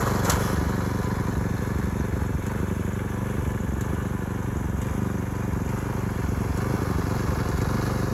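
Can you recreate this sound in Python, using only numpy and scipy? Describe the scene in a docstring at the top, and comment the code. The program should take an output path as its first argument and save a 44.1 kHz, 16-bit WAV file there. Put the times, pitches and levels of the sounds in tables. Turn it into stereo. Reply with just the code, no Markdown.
"""A four-stroke single barks and hunts over hissing, tearing grass: a wheeled string trimmer works in the open.
It is pushed a few metres into tall grass and pulled back, fading and swelling. Gas surges ring the muffler
and air box; some firings miss or pop, others bark. Valve gear and piston knock on the block, loose metal chinks.
The whirling line is coloured noise: it hisses, tears tufts at first and whacks a few stalks.
Left and right differ in phase and level by pitch, with a faint scattered tail."""
import sys
import numpy as np
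from scipy import signal
from scipy.fft import rfft, irfft, next_fast_len
from scipy.io import wavfile

SR = 44100
rng = np.random.default_rng(int(sys.argv[2]) if len(sys.argv) > 2 else 0)


def inscribe(sig):
    """Save sig as 16-bit PCM at rate SR to the path in sys.argv[1].

    A 1-D sig is mono; a 2-D sig holds one channel per row.
    Samples are clipped to [-1, 1] before scaling.
    """
    pcm = np.round(np.clip(np.atleast_2d(sig).T, -1, 1) * 32767)
    wavfile.write(sys.argv[1], SR, pcm.astype(np.int16))


N = 358533
TIME = np.arange(N) / SR
SIZE = next_fast_len(N + SR // 2)
FREQS = np.arange(SIZE // 2 + 1) * SR / SIZE


def undb(db):
    """Decibels to gain."""
    return 10 ** (np.asarray(db) / 20)


def unit(x):
    """Scale to rms 1."""
    return x / np.sqrt(np.mean(x ** 2))


def curve(table, axis=1):
    """One column of a timed table at every sample."""
    rows = np.array(table, float)
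    return np.interp(TIME, rows[:, 0], rows[:, axis])


def spectrum(points):
    """dB at every frequency, straight between the points on a log axis."""
    hz, db = np.transpose(points)
    return np.interp(np.log(FREQS + 1), np.log(hz), db)


def colour(x, db):
    """Causal minimum-phase filter with the given dB response, by folding the cepstrum."""
    cepstrum = irfft(np.log(undb(db)), SIZE)
    cepstrum[1:SIZE // 2] *= 2
    cepstrum[SIZE // 2 + 1:] = 0
    response = np.exp(rfft(cepstrum))
    return irfft(rfft(x, SIZE) * response, SIZE)[:N]


def walk(knots_per_s):
    """Random drift: straight lines between normal draws."""
    knots = rng.standard_normal(1024)
    return np.interp(TIME * knots_per_s, np.arange(len(knots)), knots)


def strike(times, sizes, ring):
    """Sound the same ring at each time."""
    at = np.round(times * SR).astype(int)
    inside = (at > 0) & (at < N - 1)
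    hits = np.bincount(at[inside], sizes[inside], N)
    return signal.fftconvolve(hits, ring)[:N]


def crank_times(cycle, degrees):
    """When the crank passes this angle after the exhaust opens; a cycle is two turns."""
    return np.interp(np.arange(-1, 200) + degrees / 720, cycle, TIME)


# machine place: (time [s], nearness [0 far to 1 near])
PLACE = [(0, 1), (1, 0.7), (2, 0.28), (3, 0.026), (4.5, 0.013), (5.7, 0.34), (6.4, 0.54), (7, 0.82),
         (7.85, 1)]
FAR_M, NEAR_M = 6.44, 3.01  # microphone distance at the ends of the push


def nearness_db():
    """Gain over the far end, by inverse distance."""
    return 20 * np.log10(FAR_M / (FAR_M + (NEAR_M - FAR_M) * curve(PLACE)))


# speed sags: (slowest [s], sag [Hz], build-up [s], overshoot [Hz])
SPEED_SAGS = [(.27, 2.22, .05, 1.16), (1.42, 1.07, .28, 0), (1.94, .83, .26, 0), (2.36, 2.25, .1, 1.8),
              (3.15, .32, .21, .87), (3.71, 2.11, .17, 1.79), (4.72, 2.26, .09, 1.86), (5.6, 1.33, .03, 1),
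              (6.23, .65, .03, 0), (6.53, .96, .46, 1.95), (7.07, .11, .03, .78), (7.57, .99, .22, .19)]
GOVERNED_HZ, CATCH_S, SETTLE_S, HUNT_HZ = 24.3585, .1193, .529, .75
START_CYCLES = -.667


def firing_rate():
    """Firings per second: the engine sags, the governor catches it, overshoots and hunts back."""
    hz = np.full(N, GOVERNED_HZ)
    for s, sag, build, overshoot in SPEED_SAGS:
        before, after = np.minimum(TIME - s, 0), np.maximum(TIME - s, 0)
        held = np.exp(-(after / CATCH_S) ** 2)
        hunt = np.exp(-after / SETTLE_S) * np.cos(2 * np.pi * HUNT_HZ * after)
        hz += overshoot * (1 - held) * hunt
        hz -= sag * np.exp(before / build) * held
    return hz


# missed or feeble burns, every second firing:
# (time [s], misses [count], pressure as exhaust opens [1 = good burn, below 0 = suction])
WEAK_BURNS = [(.32, 1, -1), (.57, 2, -.95), (1.03, 1, .15), (1.16, 2, .15), (1.37, 1, -1), (1.5, 1, .2),
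              (1.58, 1, -.15), (1.75, 2, -.95), (1.91, 1, -.15), (2, 1, -.8), (2.13, 2, -.95),
              (2.34, 1, -1), (2.43, 1, .2), (2.59, 1, -.6), (2.67, 4, .25), (3.09, 1, .2), (3.38, 2, -.95),
              (3.59, 1, 0), (3.68, 1, -.9), (3.72, 1, -.4), (3.77, 1, -.4), (3.89, 2, -.75), (4.1, 3, .35),
              (4.43, 1, .15), (4.56, 1, -.9), (4.64, 2, -.65), (4.78, 1, -.9), (4.9, 1, -.75),
              (4.94, 1, .2), (5.32, 1, .4), (5.52, 1, -1), (5.65, 1, -.45), (5.82, 1, .25), (5.94, 2, .35),
              (6.15, 1, .25), (6.23, 1, -.9), (6.28, 2, -.7), (6.49, 1, -1), (6.53, 1, -.3), (6.78, 2, .3),
              (6.94, 1, -.85), (7.03, 1, 0), (7.28, 1, -1), (7.36, 2, .15), (7.53, 1, -.9), (7.57, 1, .2),
              (7.66, 1, -.3)]
BURN_DB_PER_HZ, BURN_LAG_S = -0.3, 0.045  # burns weaken with speed, a little later


def burns(opens, excess_hz, scatter_db=.9, seesaw=.6, rebound_db=.8):
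    """Firing pressure: strong and weak burns tend to alternate; fuel left by a miss feeds the next burn."""
    chance = signal.lfilter([1], [1, seesaw], rng.standard_normal(len(opens)))
    speed_db = BURN_DB_PER_HZ * np.interp(opens - BURN_LAG_S, TIME, excess_hz)
    pressure = undb(speed_db + scatter_db * np.minimum(chance, .5))
    for s, count, weak in WEAK_BURNS:
        missed = np.argmin(abs(opens - s)) + 2 * np.arange(count)
        pressure[missed] = weak
        pressure[missed + 1] *= undb(rebound_db)
    return pressure


EASE_DB = 1  # lost per firing within a bout


def bouts(opens, table):
    """Strength in each cycle of a special kind of firing; it eases off through each bout."""
    drive = np.zeros(len(opens))
    for s, count, step, db in table:
        later = np.arange(count)
        drive[np.argmin(abs(opens - s)) + step * later] = undb(db - EASE_DB * later)
    return drive


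def surges(cycle, table, drive, late_deg, surge_db=.4, wobble_deg=1):
    """Gas surges at set crank angles sound decaying rings, as hard as each cycle drives them."""
    age, out = TIME[:SR // 10], 0
    for degrees, hz, decay, db, sign in table:
        chance = rng.standard_normal((2, len(drive)))
        ring = np.sign(sign) * np.exp(-age / decay) * np.sin(2 * np.pi * hz * age)
        times = crank_times(cycle, degrees + late_deg + wobble_deg * chance[0])
        out = out + strike(times, drive * undb(db + surge_db * chance[1]), ring)
    return out


# hard burns as the governor opens the throttle: (time [s], firings [count], step [cycles], level [dB])
HARD_FIRINGS = [(.53, 2, 2, 0), (.78, 4, 1, -6), (2.63, 4, 2, 1), (3.93, 1, 1, 0), (4.06, 5, 2, -3),
                (4.98, 7, 1, 0), (6.74, 5, 2, 1.5)]
# unburnt fuel pops in the muffler: (time [s], pops [count], step [cycles], level [dB])
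MUFFLER_POPS = [(1.37, 1, 1, 0), (2, 1, 1, 0), (2.38, 1, 1, -3), (2.59, 1, 1, -3), (3.38, 2, 2, 0),
                (3.72, 2, 1, -2), (3.89, 1, 1, -4), (4.56, 3, 2, -1)]
# gas surges, five tables alike:
# (angle after exhaust opens [crank deg], ring [Hz], decay [s], relative level [dB], push +1 or suck -1)
BLOW_SURGES = [(1.86, 401, 0.0039, -25, 1), (38, 512, 0.0093, -38, 1), (26.4, 158, 0.0027, -15.5, -1),
               (148.3, 35.4, 0.0056, -12, -1)]
SUCK_SURGES = [(74, 59.5, 0.0054, -9.5, -1), (9, 41.4, 0.023, -19.5, 1)]
BARK_SURGES = [(-8, 386, 0.0028, -19, 1), (12.5, 186, 0.0035, -16.5, -1), (122, 37, 0.0035, -11, -1)]
POP_SURGES = [(3, 340, 0.0011, -19, -1), (26, 245, 0.0016, -14.5, 1)]
INTAKE_SURGES = [(182.9, 411.5, 0.0033, -20.5, 1), (168, 433, 0.0017, -25, 1),
                 (231.8, 92, 0.0037, -11.5, 1), (256.5, 57, 0.0073, -19, -1)]
# exhaust colour: (frequency [Hz], level [dB])
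EXHAUST_COLOUR = [(26, -3), (42, 0), (110, -0.5), (175, 2.5), (245, 0.5), (295, 3.5), (390, 2), (520, -1),
                  (680, -4), (1200, -15), (4000, -11.5)]
GULP_DB_PER_HZ, LATE_DEG_PER_HZ = -0.5, 2.85  # at speed: weaker gulps, later gas
OUTLET_HZ = 42


def exhaust(cycle, excess_hz, burn_db=0.3, suck_db=0.3, bark_db=0.3, pop_db=0.3, wander_deg=1.5):
    """Good burns blow out, hard ones bark; misses suck back, some pop; the intake gulps each cycle."""
    opens = crank_times(cycle, 0)
    pressure, excess = burns(opens, excess_hz), np.interp(opens, TIME, excess_hz)
    late_deg = LATE_DEG_PER_HZ * excess + wander_deg * rng.standard_normal(len(opens))
    hard = bouts(opens, HARD_FIRINGS)
    # a quick bark takes the place of the slow blow
    blow = undb(burn_db) * np.maximum(pressure, 0) * np.maximum(1 - hard, 0)
    suck = undb(suck_db) * np.maximum(-pressure, 0)
    pop = undb(pop_db) * bouts(opens, MUFFLER_POPS)
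    out = surges(cycle, BLOW_SURGES, blow, late_deg)
    out += surges(cycle, SUCK_SURGES, suck, late_deg)
    out += surges(cycle, BARK_SURGES, undb(bark_db) * hard, late_deg)
    out += surges(cycle, POP_SURGES, pop, late_deg)
    out += surges(cycle, INTAKE_SURGES, undb(GULP_DB_PER_HZ * excess), 0)
    outlet = signal.butter(3, OUTLET_HZ, "high", fs=SR, output="sos")
    return unit(colour(signal.sosfilt(outlet, out), spectrum(EXHAUST_COLOUR)))


# puff turbulence colour: (frequency [Hz], level [dB])
GAS_COLOUR = [(20, -33.5), (50, -8), (110, -3), (220, -1), (450, -14.5), (650, -37), (1500, -35)]


def gas(cycle, fade_cycles=0.89):
    """Turbulence in each puff: noise that fades through every cycle."""
    puff = np.exp(-(cycle % 1) / fade_cycles)
    return unit(colour(rng.standard_normal(N) * puff, spectrum(GAS_COLOUR)))


# ringing parts of deck and shroud: (frequency [Hz], width [Hz], boost [dB])
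PANEL_RINGS = [(519, 94, 4.5), (725, 51, 4), (1001, 15, 6.5), (1185, 24, 4.5), (1718, 110, 8.5),
               (2206, 220, 5), (4240, 110, 2), (4980, 160, 12.5), (6440, 440, 10), (7070, 510, 8)]


def panels():
    """dB response of the ringing sheet metal."""
    return sum(db / (1 + (2 * (FREQS - hz) / width) ** 2) for hz, width, db in PANEL_RINGS)


# valve and piston knocks: (angle [crank deg], relative level [dB], treble tilt [dB per octave])
BLOCK_KNOCKS = [(121.5, -1, 5.5), (183.1, -7.5, -3.5), (434.4, -3, 10), (488.2, 0, 10.5), (579.2, -5.5, -3),
                (683.7, 0, 8.5)]
# block colour: (frequency [Hz], level [dB])
BLOCK_COLOUR = [(250, -24), (420, 0), (520, -2.5), (620, -6), (730, -6), (860, -0.5), (1030, -1.5),
                (1300, -6), (1520, -5), (1720, -10.5), (2000, -12.5), (2600, -14.5), (3500, -21),
                (6000, -39.5)]
# bright ticking colour: (frequency [Hz], level [dB])
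TICK_COLOUR = [(1500, -31.5), (2200, 0.5), (3200, -0.5), (4400, 3), (5500, -12.5), (9000, -29),
               (15000, -29)]


def clatter(cycle, decay_s=0.007, scatter_db=1.94, play_deg=0.4, rattle_db=-4, fan_db=-5,
            alike_hz=1700, tick_db=-17, shade_db=5):
    """Valves and piston knock: alike per cycle in the middle, loose rattle above, over the fan's rush."""
    age = TIME[:SR // 25]
    fade, out, ticks = np.exp(-age / decay_s), 0, 0
    octaves = np.log2(np.clip(FREQS, 600, 2400) / 1200)
    dull = signal.butter(8, alike_hz, fs=SR, output="sos")
    for degrees, db, tilt_db in BLOCK_KNOCKS:
        chance = rng.standard_normal((2, len(crank_times(cycle, 0))))
        times = crank_times(cycle, degrees + play_deg * chance[0])
        sizes = undb(db + scatter_db * chance[1])
        alike = strike(times, sizes, signal.sosfilt(dull, fade * rng.standard_normal(len(age))))
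        loose = strike(times, sizes, fade) * rng.standard_normal(N)
        knock = alike + undb(rattle_db) * loose
        out = out + colour(knock, tilt_db * octaves - abs(tilt_db) / 2)
        ticks = ticks + loose
    fan = undb(fan_db) * rng.standard_normal(N)
    # tall grass shades the ticking when the machine is deep in it
    ticking = unit(colour(ticks, spectrum(TICK_COLOUR))) * undb(tick_db + shade_db * curve(PLACE))
    return unit(colour(unit(out) + fan, spectrum(BLOCK_COLOUR) + panels())) + ticking


# loose metal: (angle [crank deg], ring [Hz], relative level [dB])
METAL_CHINKS = [(124, 5900, 6), (184, 6870, 8.5), (624, 6260, 8)]


def chinks(cycle, decay_s=0.012, width_hz=350, scatter_db=4.0, play_deg=22):
    """Loose metal chinks near the same crank angles, now faintly, now clearly: resonated noise."""
    fade, out = np.exp(-TIME[:SR // 25] / decay_s), 0
    for degrees, hz, db in METAL_CHINKS:
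        chance = rng.standard_normal((2, len(crank_times(cycle, 0))))
        times = crank_times(cycle, degrees + play_deg * chance[0])
        hits = strike(times, undb(db + scatter_db * np.minimum(chance[1], 2)), fade)
        resonator = signal.iirpeak(hz, hz / width_hz, fs=SR)
        out = out + signal.lfilter(*resonator, hits * rng.standard_normal(N))
    return unit(out)


def grass(grain_db):
    """Countless tiny snaps of uneven size: noise with a random level every 16 samples."""
    sizes_db = grain_db * np.repeat(rng.standard_normal(N // 16 + 1), 16)[:N]
    return unit(rng.standard_normal(N) * undb(sizes_db))


# hiss colour: (frequency [Hz], level [dB])
HISS_COLOUR = [(1200, -9), (2600.0, 3.5), (3500.0, 5.5), (4400.0, -18.5), (5500.0, 2), (6900.0, -18),
               (8000.0, -2.5), (9200.0, -2), (10500.0, 2), (12200.0, -9.5), (13500.0, -3.5), (15500.0, -6)]


def line_hiss(cycle, whirl_db=1, flicker_db=1, grain_db=0.5):
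    """The line whirls through air and leaf tips, three turns to a firing."""
    swing_db = whirl_db * np.cos(6 * np.pi * cycle) + flicker_db * walk(60)
    return unit(colour(grass(grain_db) * undb(swing_db), spectrum(HISS_COLOUR) + panels()))


# tearing colour: (frequency [Hz], level [dB])
TEAR_COLOUR = [(200, -16), (450.0, -4), (650.0, -4.5), (1000.0, -2), (1400.0, -5.5), (2100.0, -12.5),
               (3100.0, -15), (4800.0, -25.5), (6800.0, -18.5), (9000.0, -20), (12000.0, -24),
               (13500.0, -23), (15500.0, -33)]


def tearing(cycle, whirl_db=2, flicker_db=3.0, grain_db=-1.0):
    """Both ends of the line rip into the tuft on every turn."""
    swing_db = whirl_db * np.cos(12 * np.pi * cycle) + flicker_db * walk(91.8)
    return unit(colour(grass(grain_db) * undb(swing_db), spectrum(TEAR_COLOUR)))


# torn tufts: (time [s], hold [s], level [dB], release [s])
TORN_TUFTS = [(-.03, 0.024, -27.5, 0.28), (0.221, 0.071, -26, 0.059), (0.404, 0.13, -39.5, 0.041),
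              (.6, 0.21, -44, 0.32)]


def tufts(attack_s=0.02):
    """Strength of the tearing: the line bites into each tuft, holds and runs free."""
    envelope = 0
    for s, hold, db, release in TORN_TUFTS:
        bite = 1 - np.exp(-np.maximum(TIME - s, 0) / attack_s)
        envelope = envelope + undb(db) * bite * np.exp(-np.maximum(TIME - s - hold, 0) / release)
    return envelope


# stalks struck by the line: (time [s], relative level [dB], decay [s])
STRUCK_STALKS = [(0.248, -27, 0.013), (0.2964, -13, 0.0054), (0.2997, -18, 0.0046), (0.307, -32, 0.0041),
                 (0.318, -24.5, 0.012), (1.784, -39, .006), (2.465, -33, 0.0062), (2.515, -45, .008),
                 (3.809, -30.5, 0.0074), (4.815, -33.5, 0.011), (4.868, -42, .007), (5.69, -38, 0.0073),
                 (6.572, -35.5, 0.014), (7.487, -34, 0.0059), (7.578, -35, 0.0055), (7.614, -33.5, 0.0076)]
# stalk colour: (frequency [Hz], level [dB])
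STALK_COLOUR = [(200, 4), (450, -30), (1500, 15.5), (3200, 11.5), (5000, 10.5), (8300, 12.5), (10500, 8.5),
                (13500, -0.5), (15500, -1)]
SNAP_GRAIN_DB = 1.8  # spread of snap sizes


def stalks(rise_s=0.00027):
    """A stalk shatters in a short bright burst of uneven snaps."""
    envelope = np.zeros(N)
    for s, db, decay in STRUCK_STALKS:
        age = np.maximum(TIME - s, 0)
        envelope += undb(db) * (1 - np.exp(-age / rise_s)) * np.exp(-age / decay)
    return envelope * unit(colour(grass(SNAP_GRAIN_DB), spectrum(STALK_COLOUR)))


THUD_S, THUD_HALF_S = .293, 0.01  # middle, half length


def thud(level_db=-24, edge_hz=1700, hollow_hz=220):
    """The line slaps dully into the thickest stalk: a short swell of band-passed noise."""
    band = signal.butter(3, [hollow_hz, edge_hz], "band", fs=SR, output="sos")
    body = signal.sosfilt(band, rng.standard_normal(N))
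    return undb(level_db) * unit(body) * np.exp(-((TIME - THUD_S) / THUD_HALF_S) ** 2)


# leafy clumps brushed by the line: (time [s], half length [s], hiss swell [dB])
LEAFY_CLUMPS = [(0.447, 0.1, 8.5), (2.454, 0.1, 0), (3.25, 0.93, 2.1), (4.833, 0.14, 3.5),
                (5.763, 0.13, 1.5), (6.593, 0.42, 1.5), (7.58, 0.13, 0)]


def clumps_db():
    """The hiss swells and falls as the line passes each clump."""
    return sum(db * np.exp(-((TIME - s) / length) ** 2) for s, length, db in LEAFY_CLUMPS)


def field(x, scatter_db=-20, decay_s=0.018, count=7):
    """Brush and trees scatter a faint tail, strongest near 4 kHz, different by ear and place."""
    age, out = TIME[:SR // 4], 0
    bright_db = spectrum([(100, 3.7), (500, 5.5), (2000, 10.4), (4000, 14.6), (8000, 0.77), (12000, 1.6)])
    bright = colour(x, bright_db)
    for place in range(count):
        tails = rng.standard_normal((2, len(age))) * np.exp(-age / decay_s)
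        tails /= np.linalg.norm(tails[0])
        here = np.sqrt(np.maximum(1 - abs(np.linspace(0, count - 1, N) - place), 0))
        out = out + signal.oaconvolve((bright * here)[None], tails)[:, :N]
    return undb(scatter_db) * out


# stereo image: (frequency [Hz], left lead when far [rad], left lead when near [rad], left minus right [dB])
STEREO_IMAGE = [(0, 0, 0, 2), (150, -.15, -.15, 2.2), (450, -.7, -.8, -.5), (800, -.85, -1.05, -2.8),
                (1200, -.6, -.85, -1), (1700, -1.2, -1.7, 2.2), (2600, -2.2, -2.8, -.5),
                (4500, -3.1, -4, .3), (5500, -3.7, -5, .6), (6900, -5.7, -6.7, 2.6),
                (7700, -5.4, -4.6, 1.5), (8400, -3.6, -3.6, .5), (9500, -3, -3, 0), (11500, -.2, -.2, 0),
                (12400, .2, .2, 0), (14000, 2.9, 2.9, 0)]


def stereo_image(x):
    """Left and right differ in phase and level by pitch; phase shifts with place."""
    hz, far, near, db = np.transpose(STEREO_IMAGE)
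    share, out = np.clip(curve(PLACE), 0, 1), 0
    for phase, weight in ((far, 1 - share), (near, share)):
        half = np.exp(.5j * np.interp(FREQS, hz, phase)) * undb(np.interp(FREQS, hz, db) / 2)
        out = out + weight * irfft(rfft(x, SIZE) * np.array([half, 1 / half]), SIZE)[:, :N]
    return out


BLOCK_DB_PER_HZ, HISS_DB_PER_HZ = 1.0, 0.96  # a faster engine knocks louder, whirls the line harder
# at the end the walker steps in front and screens block and hiss
SCREEN_FROM_S, SCREEN_DB_PER_S = 7.93, -14


def scene(exhaust_db=-28.0, gas_db=-39.0, block_db=-37.5, hiss_db=-47.0, tear_db=0, stalk_db=1,
          chink_db=-56, exhaust_spread=0.57, hiss_spread=0.79):
    """One crankshaft times engine and line; block, hiss and puffs grow with nearness, the block most."""
    hz = firing_rate()
    cycle, excess_hz = START_CYCLES + np.cumsum(hz) / SR, hz - GOVERNED_HZ
    near_db, screen_db = nearness_db(), SCREEN_DB_PER_S * np.maximum(TIME - SCREEN_FROM_S, 0)
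    puffs = undb(exhaust_db) * exhaust(cycle, excess_hz) + undb(gas_db) * gas(cycle)
    machine = puffs * undb(exhaust_spread * near_db)
    machine += clatter(cycle) * undb(block_db + near_db + screen_db + BLOCK_DB_PER_HZ * excess_hz)
    machine += undb(chink_db) * chinks(cycle)
    hiss_gain_db = hiss_db + hiss_spread * (near_db + screen_db) + HISS_DB_PER_HZ * excess_hz + clumps_db()
    machine += line_hiss(cycle) * undb(hiss_gain_db)
    machine += undb(tear_db) * tearing(cycle) * tufts()
    machine += undb(stalk_db) * stalks() + thud()
    return stereo_image(machine) + field(machine)


TOP_HZ = 15800


def record(dry):
    """The recorder cuts the top with a steep low-pass."""
    return signal.sosfilt(signal.ellip(10, .1, 80, TOP_HZ, fs=SR, output="sos"), dry)


dry = scene()
out = record(dry)
inscribe(out)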